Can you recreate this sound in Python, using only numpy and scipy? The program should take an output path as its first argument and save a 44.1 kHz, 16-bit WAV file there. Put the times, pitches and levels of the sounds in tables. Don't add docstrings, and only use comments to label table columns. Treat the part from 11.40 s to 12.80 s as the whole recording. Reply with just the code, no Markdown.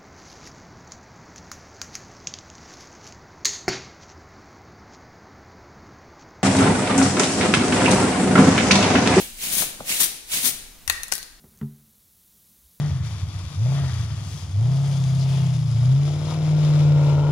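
import sys
import numpy as np
from scipy import signal
from scipy.fft import rfft, irfft, next_fast_len
from scipy.io import wavfile

SR = 44100
rng = np.random.default_rng(int(sys.argv[2]) if len(sys.argv) > 2 else 0)


def dump_mix(stems):
    frames = np.atleast_2d(stems).T
    limited = np.clip(frames, -1, 1)
    pcm = np.round(limited * 32767).astype(np.int16)
    wavfile.write(sys.argv[1], SR, pcm)


N = 61739

# start_s, boom_db,
# tilt_db_per_octave, damping_db_per_s, clack_db
IMPACTS = [ (.001, -30, 5, 60, -42), (.0408, -21, 7, 220, -14), (.114, -28, 3, 80, -40),
           (.183, -31, -4, 100, -42), (.2136, .5, 0, 0, 0), (.2276, -7.2, 4.5, 0, -9), ]
def knocks():
    boom, clack = np.zeros(N), np.zeros(N)
    for start_s, boom_db, tilt_db_per_octave, damping_db_per_s, clack_db in IMPACTS:
        t = since(start_s)
        boom += amp(boom_db - damping_db_per_s * t) * table_boom(t, tilt_db_per_octave)
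        clack += amp(clack_db) * (wood_clack(t) + contact_noise(t))
    return boom + clack + reverberation(amp(-26) * boom + amp(-14) * clack)

# pitch_hz, level_db, t60_s
TOP_MODES = [ (57.4, -50, .55), (93, -31, .11), (132.2, -32.7, .27), (144.9, -25.6, .315),
             (220.6, -24.4, .28), (220, -36.5, .39), (269.3, -46.2, .28), (393.1, -34.8, .45),
             (395.5, -30, .085), (474, -52, .15), ]
def table_boom(t, tilt_db_per_octave):
    modes = damped_modes(TOP_MODES, t, tilt_db_per_octave, rise_cycles=.3)
    return modes[1::2].sum(0) - modes[::2].sum(0)

# pitch_hz, level_db, t60_s
WOOD_MODES = [(705, -60.5, 0.16), (840, -55, 0.13), (971, -45, 0.053), (1154, -44, 0.022), (1229, -55, 0.1),
              (1372, -50.5, .06), (1490, -41, 0.0096), (1785, -53.5, 0.046), (1900, -37.5, 0.012),
              (2420, -64, 0.049), (2837, -54.5, 0.039)]
def wood_clack(t):
    return damped_modes(WOOD_MODES, t, tilt_db_per_octave=0, rise_cycles=.8).sum(0)

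# frequency_hz, level_db
CONTACT_SPECTRUM = [(300, -1.5), (600, -24), (1000, 0.5), (1900, -4.5), (2600, -12), (4500, -18),
                    (8000, -24), (15000, -47)]
def contact_noise(t):
    return amp(-38) * noise(CONTACT_SPECTRUM) * fade(t, rise_s=.0005, t60_s=.012)

# frequency_hz, level_db
FRICTION_SPECTRUM = [(50, -12), (95, 1), (150, -10), (300, -3), (410, -2), (520, -15), (900, -26),
                     (4000, -55)]
def scuff():
    return amp(-43) * noise(FRICTION_SPECTRUM) * fade(since(.0405), rise_s=.0015, t60_s=.1)

# start_s, level_db, pitch_hz
LARGE_BUBBLES = [(0.1405, -52.5, 7450), (.1745, -46.5, 6000), (0.18, -48, 13500), (.1888, -46.5, 7400)]
def pops(width_octaves=.39):
    ticks = np.zeros(N)
    for start_s, level_db, pitch_hz in LARGE_BUBBLES:
        white = rng.standard_normal(N)
        band = unit(filtered(white, lambda hz: gaussian(np.log2((hz + 1) / pitch_hz), width_octaves)))
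        ticks += amp(level_db) * band * fade(since(start_s), rise_s=1 / pitch_hz, t60_s=.0068)
    return ticks

# frequency_hz, level_db
FIZZ_SPECTRUM = [(900, -15.5), (1500, -19), (2500, -14.5), (3100, -10), (3700, -6), (4900, -8), (5800, -5),
                 (8200, -6), (11300, 0), (15500, -1.5)]
# time_s, level_db
FIZZ_ENVELOPE = [(0, -57.5), (.12, -57), (.26, -59), (.6, -58), (.8, -57), (1, -56), (1.4, -56)]
def fizz(bubbles_per_s=5000, spread_db=2, burst_share=.54):
    onsets = rng.random(N) < bubbles_per_s / SR
    strengths = amp(spread_db * rng.standard_normal(N))
    bursts = unit(onsets * strengths * rng.choice([-1, 1], N))
    foam = np.sqrt(burst_share) * bursts + np.sqrt(1 - burst_share) * rng.standard_normal(N)
    mid = unit(filtered(foam, lambda hz: amp(along(FIZZ_SPECTRUM, hz))))
    side = amp(-44.5) * noise(FIZZ_SPECTRUM)
    return envelope(FIZZ_ENVELOPE) * np.array([mid + side, mid - side])

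# frequency_hz, t60_s
ROOM_DECAY = [(100, 0.5), (400, 0.68), (1500, 0.2), (8000, 0.16)]
def reverberation(x):
    hz, t, spectra = signal.stft(rng.standard_normal(SR // 2), SR, nperseg=256)
    decay = amp(-60 * t / along(ROOM_DECAY, hz)[:, None])
    tail = signal.istft(spectra * decay, SR, nperseg=256)[1]
    return signal.fftconvolve(x, tail / np.linalg.norm(tail))[:N]

# frequency_hz, level_db
RUMBLE_SPECTRUM = [(20, -24), (38, 2), (55, 0), (80, -1.5), (130, -7.5), (200, -1), (260, -12), (400, -16),
                   (700, -22), (1300, -22), (2200, -25), (5000, -33.5)]
SWELL_SPECTRUM = [(20, -18), (38, -17), (54, 5), (75, -6), (200, -41), (1000, -94)]
# time_s, level_db
RUMBLE_ENVELOPE = [(0, -62), (.2, -58.5), (.48, -65), (.7, -67.5), (.9, -67), (1.05, -66), (1.4, -67)]
def rumble(swell_s=1.255, swell_width_s=.06):
    drifting = envelope(RUMBLE_ENVELOPE) * noise(RUMBLE_SPECTRUM)
    swell = amp(-64) * gaussian(since(0) - swell_s, swell_width_s)
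    return drifting + swell * noise(SWELL_SPECTRUM)

def damped_modes(modes, t, tilt_db_per_octave, rise_cycles, pivot_hz=200):
    rows = []
    for pitch_hz, level_db, t60_s in modes:
        gain = amp(level_db + tilt_db_per_octave * np.log2(pitch_hz / pivot_hz))
        rows.append(gain * np.sin(2 * np.pi * pitch_hz * t) * fade(t, rise_cycles / pitch_hz, t60_s))
    return np.array(rows)

def fade(t, rise_s, t60_s):
    return (1 - np.exp(-t / rise_s)) * amp(-60 * t / t60_s)

def noise(spectrum):
    return unit(filtered(rng.standard_normal(N), lambda hz: amp(along(spectrum, hz))))

def filtered(x, response):
    size = next_fast_len(N + 8192)
    return irfft(rfft(x, size) * response(np.fft.rfftfreq(size, 1 / SR)), size)[..., :N]

def along(points, hz):
    frequencies_hz, values = np.transpose(points)
    return np.interp(np.log(hz + 1), np.log(frequencies_hz + 1), values)

def envelope(points):
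    return amp(np.interp(since(0), *np.transpose(points)))

def gaussian(offset, width):
    return np.exp(-.5 * (offset / width) ** 2)

def since(start_s):
    return np.maximum(np.arange(N) / SR - start_s, 0)

def amp(db):
    return 10 ** (np.asarray(db) / 20)

def unit(x):
    return x / np.sqrt(np.mean(x ** 2) + 1e-20)

def scene():
    return knocks() + scuff() + pops() + rumble() + fizz()

def record(dry, low_cut_hz=40, band_limit_hz=15850):
    low_cut = signal.butter(2, low_cut_hz, "highpass", fs=SR, output="sos")
    return filtered(signal.sosfilt(low_cut, dry), lambda hz: hz < band_limit_hz)

dry = scene()
out = record(dry)
dump_mix(out)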